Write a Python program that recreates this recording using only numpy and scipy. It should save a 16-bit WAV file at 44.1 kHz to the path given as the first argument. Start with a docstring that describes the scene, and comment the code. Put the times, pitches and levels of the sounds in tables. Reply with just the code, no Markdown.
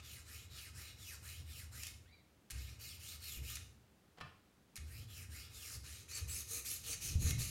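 """In a small quiet room, close by, a knife is clamped in a guided sharpening rig.
A coarse diamond stone rasps to and fro over the edge, first lightly, then hard and fast. Its grit
makes the blade ring, its guide rod zips through the pivot, and the rig thrums on the table.
The stone is twice lifted off and set down with a clack, something knocks in the second pause,
and near the end the rig is bumped heavily."""
import sys
import numpy as np
from scipy import signal
from scipy.fft import rfft, irfft
from scipy.io import wavfile
from scipy.ndimage import uniform_filter1d

SR = 44100
rng = np.random.default_rng(int(sys.argv[2]) if len(sys.argv) > 2 else 0)


def materialize(psi):
    """Save the field psi as 16-bit PCM at rate SR to the path in sys.argv[1].

    A 1-D psi becomes a single channel; in a 2-D psi each row is a channel.
    """
    bounded = np.clip(np.atleast_2d(psi).T, -1, 1)
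    quanta = np.round(bounded * 32767).astype(np.int16)
    wavfile.write(sys.argv[1], SR, quanta)


N = 330750
TIME = np.arange(N) / SR
CUTOFF_HZ = 15900


def from_db(db):
    """Turn decibels into a number to multiply by."""
    return 10 ** (np.asarray(db) / 20)


def rms_one(x):
    """Scale a signal so its average strength (rms) is 1."""
    return x / np.sqrt(np.mean(x ** 2) + 1e-20)


def in_time(rows):
    """Join a table's timed points with straight lines, one curve per column."""
    times, *columns = np.transpose(rows)
    return [np.interp(TIME, times, column) for column in columns]


def butter(x, hz, kind, order=2):
    """Keep the lows, the highs or a band in between."""
    return signal.sosfilt(signal.butter(order, hz, kind, fs=SR, output="sos"), x)


def drift(per_s):
    """A random wobble that heads for a new value `per_s` times a second."""
    values = rng.standard_normal(N // 20)
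    return 0.86 * np.interp(TIME * per_s, np.arange(len(values)), values)


def colour(x, spectrum):
    """Make some pitches stronger and others weaker, following a table."""
    hz, db = np.transpose(spectrum)
    bins_hz = np.maximum(np.fft.rfftfreq(N, 1 / SR), 1)
    return rms_one(irfft(rfft(x) * from_db(np.interp(np.log(bins_hz), np.log(hz), db)), N))


def noise(spectrum):
    """Noise with the given mix of lows and highs."""
    return colour(rng.standard_normal(N), spectrum)


def steady(x, window_s):
    """Even out the slow swings in a noise's loudness."""
    size = max(int(window_s * SR), 2)
    return x / np.sqrt(uniform_filter1d(uniform_filter1d(x ** 2, size), size) + 1e-12)


def dying(start, t60):
    """The loudness of a blow: 1 at its start, then 60 dB quieter after t60 seconds."""
    return (TIME >= start) * np.exp(-np.log(1000) * np.clip((TIME - start) / t60, 0, 2))


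def noisy_note(hz, width_hz):
    """The note of something shaken at random; the wider it is, the more it hisses."""
    phase = 2 * np.pi * np.cumsum(np.broadcast_to(hz, N)) / SR
    a, b = butter(rng.standard_normal((2, N)), width_hz / 2, "low")
    return rms_one(a * np.cos(phase) + b * np.sin(phase)) * (hz < CUTOFF_HZ)


def room(x, echo_db, t60, wall_hz):
    """Add the room's fading echo, dulled by the walls."""
    t = TIME[:SR // 2]
    tail = rng.standard_normal(len(t)) * np.exp(-np.log(1000) * t / t60) * (t > .005)
    tail = butter(tail / np.linalg.norm(tail), wall_hz, "low", order=1)
    return x + from_db(echo_db) * signal.fftconvolve(x, tail)[:N]


# How hard the hand presses: (time [s], pressure [0-1])
HAND_PRESSURE = [(1.5, 0.07), (3.4, 0.1), (5.45, 0), (5.72, 0.55), (6.15, 0.98), (7.5, 0.96)]
# Pushes and pulls of the stone:
# (start [s], fastest moment [s], end [s], level [dB], brightness [dB], final overhang pitch [Hz])
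STROKES = [(-0.2, -0.098, 0.03, -51.5, -12, 3590), (0.014, 0.11, 0.24, -55.5, -0.5, 1110),
           (0.246, 0.34, 0.48, -56.5, -3.5, 3890), (0.494, 0.592, 0.72, -54.5, -2, 1247),
           (0.735, 0.814, 0.96, -54.5, -4.5, 3910), (0.959, 1.112, 1.18, -54, 1.5, 1100),
           (1.216, 1.3, 1.44, -54, 3, 3810), (1.451, 1.575, 1.67, -55, 4, 1203),
           (1.711, 1.815, 1.94, -53.0, 3.5, 4000), (2.503, 2.602, 2.8, -58.5, -4, 4600),
           (2.789, 2.852, 2.99, -52, 3, 2400), (2.983, 3.115, 3.18, -51.5, 2.5, 4504),
           (3.198, 3.295, 3.41, -50, 5, 2200), (3.421, 3.498, 3.6, -49.5, 1, 4600),
           (4.853, 4.979, 5.069, -59, -0.5, 3400), (5.074, 5.185, 5.27, -56.5, 2, 1550),
           (5.292, 5.372, 5.51, -55.5, -1, 3900), (5.492, 5.743, 5.785, -51.5, 3, 700),
           (5.833, 5.872, 6.07, -53, -6, 3990), (6.077, 6.174, 6.225, -47.5, -6.5, 4300),
           (6.272, 6.36, 6.44, -44, 1, 6700), (6.467, 6.565, 6.62, -43, 1, 6200),
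           (6.642, 6.693, 6.8, -43, 1, 6700), (6.828, 6.927, 6.955, -42.5, -3.5, 6100),
           (7.002, 7.047, 7.16, -44, -4.5, 6900), (7.189, 7.29, 7.33, -42.5, -4.5, 6300),
           (7.379, 7.41, 7.53, -43.5, -4.5, 6800)]
def arm(rise=0.76, fall=1.0):
    """The arm speeds up and slows down in each stroke; the faster it goes, the louder the rasp."""
    gain, speed, brightness = np.zeros(N), np.zeros(N), []
    for start, fastest, end, db, bright_db, _ in STROKES:
        swing = np.sin(np.pi / 2 * np.interp(TIME, [start, fastest, end], [0, 1, 0]))
        bite = swing ** np.where(TIME < fastest, rise, fall)   # grit bites quickly, lets go slowly
        gain = np.hypot(gain, from_db(db) * bite)
        speed = np.maximum(speed, swing)
        brightness += [(start + 0.038, bright_db), (end - .03, bright_db)]
    return gain, speed, in_time(HAND_PRESSURE)[0], in_time(brightness)[0]


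def travel(set_down_hz=1399.0, pause_s=.3, rod_ridges=550, push_lag=.95, pull_lag=1.3):
    """Where the stone is sets the pitch of its overhang; how fast it moves sets the rod's pitch."""
    overhang_hz, zip_hz, pulling = np.full(N, set_down_hz), np.zeros(N), np.zeros(N)
    last_end, last_hz = -np.inf, set_down_hz
    for start, _, end, _, _, end_hz in STROKES:
        start_hz = set_down_hz if start - last_end > pause_s else max(last_hz, set_down_hz)
        begun, is_pull = TIME > start, end_hz < start_hz
        progress = np.minimum((TIME[begun] - start) / (end - start), 1)
        glide = np.sin(np.pi / 2 * progress ** (pull_lag if is_pull else push_lag)) ** 2
        overhang_hz[begun] = start_hz + (end_hz - start_hz) * glide
        zip_hz[begun] = rod_ridges / (end - start) * np.abs(np.sin(np.pi * progress)) ** .52
        pulling[begun] = is_pull
        last_end, last_hz = end, end_hz
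    return overhang_hz, zip_hz, pulling


def grains(per_s, spread_db):
    """Diamond grains of uneven size catch the edge at random."""
    sizes = from_db(spread_db * np.minimum(rng.exponential(1, N), 5)) * rng.choice([-1, 1], N)
    return sizes * (rng.random(N) < per_s / SR)


# The tone of the cutting grit: (pitch [Hz], level pressed lightly [dB], level pressed hard [dB])
GRIT_TONE = [(400, -5, -9.5), (850, -12, -24), (1090, -23, -24.5), (1340, -3.5, -17), (2010, -7.5, -16.5),
             (3160, -3.5, -14.5), (4740, 4, -10.5), (6230, 6, 1.5), (7870, -1.5, -2.5), (10320, -5, 1),
             (13300, 5, -7), (14900, -5.5, -11.5)]
# Pitches made louder (+) or quieter (-) in the ringing rasp:
# (pitch [Hz], width [Hz], change pressed lightly [dB], change pressed hard [dB])
RASP_PEAKS_AND_DIPS = [(1207, 186, 16.5, 9.5), (1720, 130, 6, 0), (1814, 26, 11, 10.5), (2154, 34, 17.5, 5),
                       (2487, 580, 13, 12), (2630, 120, 3, 0), (2886, 56, 13, 5), (3090, 80, 6.5, 8),
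                       (3530, 53, -11, 3), (4014, 410, 7, 8.5), (4270, 39, -2, 1.5), (4410, 300, -4, 7),
                       (4480, 170, 7, -2), (5080, 480, 2.4, 4.5), (5330, 274, 3, -6), (5730, 260, 2, 0.5),
                       (6464, 530, -13, 2), (6760, 730, 11, 0), (7580, 300, 6, -3), (8600, 283, 1, 8.5),
                       (8840, 600, 10.5, -7.5), (9400, 37, 3, 8.5), (10590, 440, 10.5, -4),
                       (11600, 45, 9, -8), (12500, 380, -2, 6), (13600, 93, 4, -17)]
def blade(force, hard):
    """Blade and stone ring as the grains strike them, under light or hard contact."""
    filters = []
    for hz, width_hz, light_db, hard_db in RASP_PEAKS_AND_DIPS:
        peak = from_db((hard_db if hard else light_db) / 2)
        damping = np.sin(np.pi * width_hz / SR)
        tuning = -2 * np.cos(2 * np.pi * hz / SR)
        forward = [1 + damping * peak, tuning, 1 - damping * peak]
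        feedback = [1 + damping / peak, tuning, 1 - damping / peak]
        filters.append(np.array(forward + feedback) / feedback[0])
    grit = colour(force, np.array(GRIT_TONE)[:, [0, 2 if hard else 1]])
    return rms_one(signal.sosfilt(filters, butter(grit, 274, "high")))


def rasp(gain, pressure, bright_db, band_hz=800, wander_db=3.5, chatter_db=1.44):
    """Grit scrapes the blade; pressing harder ties it to the stone and changes how it rings."""
    light_cut = blade(grains(per_s=14000, spread_db=2.5), hard=False)
    hard_cut = blade(grains(per_s=18000, spread_db=3.0), hard=True)
    spectrum = rfft(np.sqrt(1 - pressure) * light_cut + np.sqrt(pressure) * hard_cut)
    bins_hz = np.fft.rfftfreq(N, 1 / SR)
    scrape = np.zeros(N)
    # as the contact moves along the edge, each band of pitches rings more or less
    for hz in np.arange(0, CUTOFF_HZ + band_hz, band_hz):
        band = irfft(spectrum * np.maximum(1 - np.abs(bins_hz - hz) / band_hz, 0), N)
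        treble_share = hz ** 4 / (hz ** 4 + 6000 ** 4)
        scrape += band * from_db(wander_db * drift(22) + bright_db * treble_share)
    flicker_db = chatter_db * drift(260) + drift(45)
    return gain * from_db(flicker_db - 1) * steady(scrape, window_s=0.1)


def overhang(gain, pressure, hz, pulling, catch_db=2.5):
    """The free end of the stone bends and sings two notes, which come and go as the grit catches."""
    low = steady(noisy_note(hz, width_hz=250) + 0.59 * noisy_note(hz, width_hz=750), window_s=0.036)
    low /= np.hypot(1, (1350 / hz) ** 10)   # fades below 1350 Hz
    high_hz = 5.5 * hz
    high = steady(noisy_note(high_hz, width_hz=1900), window_s=0.023)
    high /= np.hypot(1, (high_hz / 13000) ** 4)   # fades above 13000 Hz
    drive_db = -9 - 8 * pressure + 2 * pulling + catch_db * drift(45)
    drive = gain * from_db(drive_db) * (2500 / hz) ** 0.1
    return drive * (low + from_db(1.5) * high)


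# The rod slides back with the stone lifted: (time [s], pitch [Hz], level [dB])
FREE_SLIDE = [(2.0, 1000, -100), (2.055, 1480, -72), (2.095, 2150, -70), (2.115, 2290, -73),
              (2.135, 2335, -60.5), (2.16, 2325, -70), (2.19, 2150, -73), (2.26, 1600, -100)]
# The notes in the rod's zip:
# (pitch multiple [x], level sliding free [dB], in light strokes [dB], in hard strokes [dB])
ZIP_NOTES = [(1, -4.5, -19, -28), (1.7, -8, -20, -29), (2, -10.5, -20.5, -14), (6, -35, -21, -33)]
def rod(gain, speed, zip_hz, pressure, pulling, hard_travel=.82, hard_pull_db=-9):
    """Fine ridges on the guide rod run through the pivot and zip, higher when it moves faster."""
    slide_hz, slide_db = in_time(FREE_SLIDE)
    hz = zip_hz * (1 + (hard_travel - 1) * pressure)   # hard strokes use less of the rod
    # the zip stands out near the turns and is weaker on hard pulls
    drive = gain / (speed + 0.056) ** 0.48 * from_db(hard_pull_db * pressure * pulling)
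    out = np.zeros(N)
    for multiple, free_db, light_db, hard_db in ZIP_NOTES:
        slide = steady(noisy_note(multiple * slide_hz, width_hz=65 * multiple), window_s=0.015)
        stroke = steady(noisy_note(multiple * hz, width_hz=150 * multiple), window_s=0.007)
        out += from_db(slide_db + free_db) * slide
        out += drive * from_db(light_db + (hard_db - light_db) * pressure) * stroke
    return out


# The tone of the rig shaking on the table: (pitch [Hz], level [dB])
THRUM_TONE = [(15, -58), (25, -11), (32, -26), (40, -47), (50, -6), (75, 6), (123, -4), (202, -29.5),
              (233, -17.5), (264, -27), (374, -30), (412, -49), (454, -23), (508, -38), (700, -41.5),
              (910, -57), (1540, -120)]
# Jolts that shake the rig harder: (time [s], level [dB])
JOLTS = [(1.38, -48.5), (2.53, -46.5), (3.37, -47.5), (3.6, -59), (4.205, -59), (4.78, -43.5),
         (4.98, -53.5), (5.28, -48.5), (5.75, -48.5), (6.21, -40.5)]
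def thrum(speed, hand_db=-57, uneven_db=2.5, fade_db_per_s=55, rise_s=0.0078):
    """The rig thrums on the table under the working hand and dies away when the stone is lifted."""
    last_moved = np.maximum.accumulate(np.where(speed > 0, TIME, 0))
    hand = from_db(hand_db + uneven_db * drift(14) - fade_db_per_s * (TIME - last_moved))
    jolts = sum(from_db(db) * dying(start, t60=0.7) * np.clip((TIME - start) / rise_s, 0, 1)
                for start, db in JOLTS)
    shake = uniform_filter1d(np.hypot(hand, jolts), size=600)
    return butter(shake * steady(noise(THRUM_TONE), window_s=0.037), 51, "high", order=4)


# The tone of the quiet room: (pitch [Hz], level [dB])
ROOM_TONE = [(18, -59), (30, -13), (66, -2.5), (199, -2), (226, 0), (258, -8.5), (294, -2), (345, -9),
             (383, -5.5), (448, -10), (553, -10.5), (598, -12), (959, -15.5), (1420, -17), (15900, -30.5)]
def room_hush(level_db=-70):
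    """A faint, low hush fills the room throughout."""
    return from_db(level_db) * noise(ROOM_TONE)


# Parts of the rig catch and sing for a moment: (start [s], end [s], pitch [Hz], level [dB])
RUBBING_NOTES = [(1.337, 1.793, 80.7, -53.5), (6.115, 6.21, 4525, -50.5), (6.128, 6.191, 7660, -50.5),
                 (6.28, 6.36, 7740, -49), (6.672, 6.753, 11000, -47.5), (6.91, 6.968, 4540, -51),
                 (7.189, 7.349, 6690, -50), (7.28, 7.386, 2127, -55.5), (7.385, 7.53, 9840, -54)]
def rubbing_notes(width_share=0.025):
    """Rubbing briefly locks onto one of the rig's own notes, which swells and fades."""
    out = np.zeros(N)
    for start, end, hz, db in RUBBING_NOTES:
        swell = np.sin(np.pi * np.clip((TIME - start) / (end - start), 0, 1))
        out += from_db(db) * swell * steady(noisy_note(hz, width_share * hz), window_s=0.033)
    return out


# The stone lands on the edge or slips off it:
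# (time [s], relative level [dB], middle pitches compared with the crunch [dB])
CLACKS = [(1.8337, -31.5, -11), (1.868, -31.5, -22), (1.8773, -46.5, 3), (2.5012, -39, -6),
          (2.5063, -29, -18), (2.5156, -38.5, -5), (3.5555, -26.5, -29), (3.5694, -42, 8),
          (4.757, -35.5, -34), (4.7646, -31.5, -15), (4.7742, -42.5, 5.5), (7.3068, -25.5, -5.5)]
def clacks(level_db=-10):
    """Stone meets steel: a short crunch of grit rings the blade, with a burst of mid-pitched noise."""
    crunch_gain, middle_gain = np.zeros(N), np.zeros(N)
    for start, db, middle_db in CLACKS:
        blow = from_db(db + level_db) * dying(start, t60=0.031)
        crunch_gain += blow
        middle_gain += from_db(middle_db) * blow
    crunch = blade(grains(per_s=14000, spread_db=7.5), hard=False)
    crunch += blade(grains(per_s=18000, spread_db=2.0), hard=True)
    crunch = rms_one(butter(butter(crunch, 1300, "high"), 12700, "low"))
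    middle = rms_one(butter(rng.standard_normal(N), [1400, 3500], "band"))
    return crunch_gain * crunch + middle_gain * middle


# Thuds through the table: (time [s], level [dB], pitch [Hz], fade time [s])
THUDS = [(2.53, -43, 64.3, 1), (3.372, -41, 65.7, 0.63), (4.207, -51, 148, 0.14),
         (4.782, -46.5, 66.7, 0.47), (7.155, -24, 78.93, 0.16), (7.243, -25.5, 78, 0.26),
         (7.387, -32, 105, 0.097)]
def thuds():
    """A blow, such as the stone landing, makes the table ring with one low, fading note."""
    notes = sum(from_db(db) * dying(start, t60) * np.sin(2 * np.pi * hz * (TIME - start))
                for start, db, hz, t60 in THUDS)
    return butter(notes, 320, "low")


# The hits in one rattling knock: (time [s], relative level [dB], fade time [s])
KNOCK_HITS = [(4.174, -53.5, .08), (4.184, -47, 0.028), (4.204, -47.5, 0.073), (4.2103, -36, 0.039),
              (4.214, -49, 0.03)]
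# The knock's dull tone: (pitch [Hz], level [dB])
KNOCK_TONE = [(41, -38), (70, -8), (152, 4.5), (242, -12), (302, -7), (377, -6), (503, -3), (588, -6.5),
              (734, 0), (802, -10), (1140, -4), (2430, -7.5), (4600, -15), (14000, -42)]
def knock(level_db=-6):
    """Something farther off makes a few quick, dull hits, heard largely through the room's echo."""
    blows = sum(from_db(db + level_db) * dying(start, t60) for start, db, t60 in KNOCK_HITS)
    return room(blows * noise(KNOCK_TONE), echo_db=0.0, t60=0.47, wall_hz=5000)


def groan(gain, pressure, pulling, relative_db=-23):
    """Hard pulls make the rig groan on one of its low notes."""
    note = steady(noisy_note(hz=462, width_hz=29.8), window_s=0.026)
    return from_db(relative_db) * gain * pressure * pulling * note


# The deep tone of the heavy bump: (pitch [Hz], level [dB])
BUMP_TONE = [(11, -48), (18, -20), (43, -7), (67, -3.5), (87, 0.5), (139, -3.5), (231, -23.5), (272, -19.5),
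             (332, -30), (468, -34), (508, -35), (900, -45), (1170, -55), (1980, -120)]
def bump(at_s=7.17, hold_s=.22, level_db=-39.5, rise_db_per_s=108, fall_db_per_s=85):
    """The rig is bumped: a rumble swells, holds and fades."""
    before_s = np.maximum(at_s - TIME, 0)
    after_s = np.maximum(TIME - at_s - hold_s, 0)
    db = level_db - rise_db_per_s * before_s - fall_db_per_s * after_s
    return from_db(db) * steady(noise(BUMP_TONE), window_s=0.021)


def scene():
    """Stone, rod and blade sound in the room, over the table's rumble and the room's hush."""
    gain, speed, pressure, bright_db = arm()
    overhang_hz, zip_hz, pulling = travel()
    rig = rasp(gain, pressure, bright_db)
    rig += overhang(gain, pressure, overhang_hz, pulling)
    rig += rod(gain, speed, zip_hz, pressure, pulling)
    rig += groan(gain, pressure, pulling) + clacks()
    mix = room_hush() + room(rig, echo_db=-3.0, t60=0.46, wall_hz=8600)
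    mix += rubbing_notes() + knock() + thrum(speed) + thuds() + bump()
    return mix[None]


def record(dry):
    """Cut away the very highest treble."""
    return signal.sosfilt(signal.ellip(12, .1, 80, CUTOFF_HZ, fs=SR, output="sos"), dry)


dry = scene()
out = record(dry)
materialize(out)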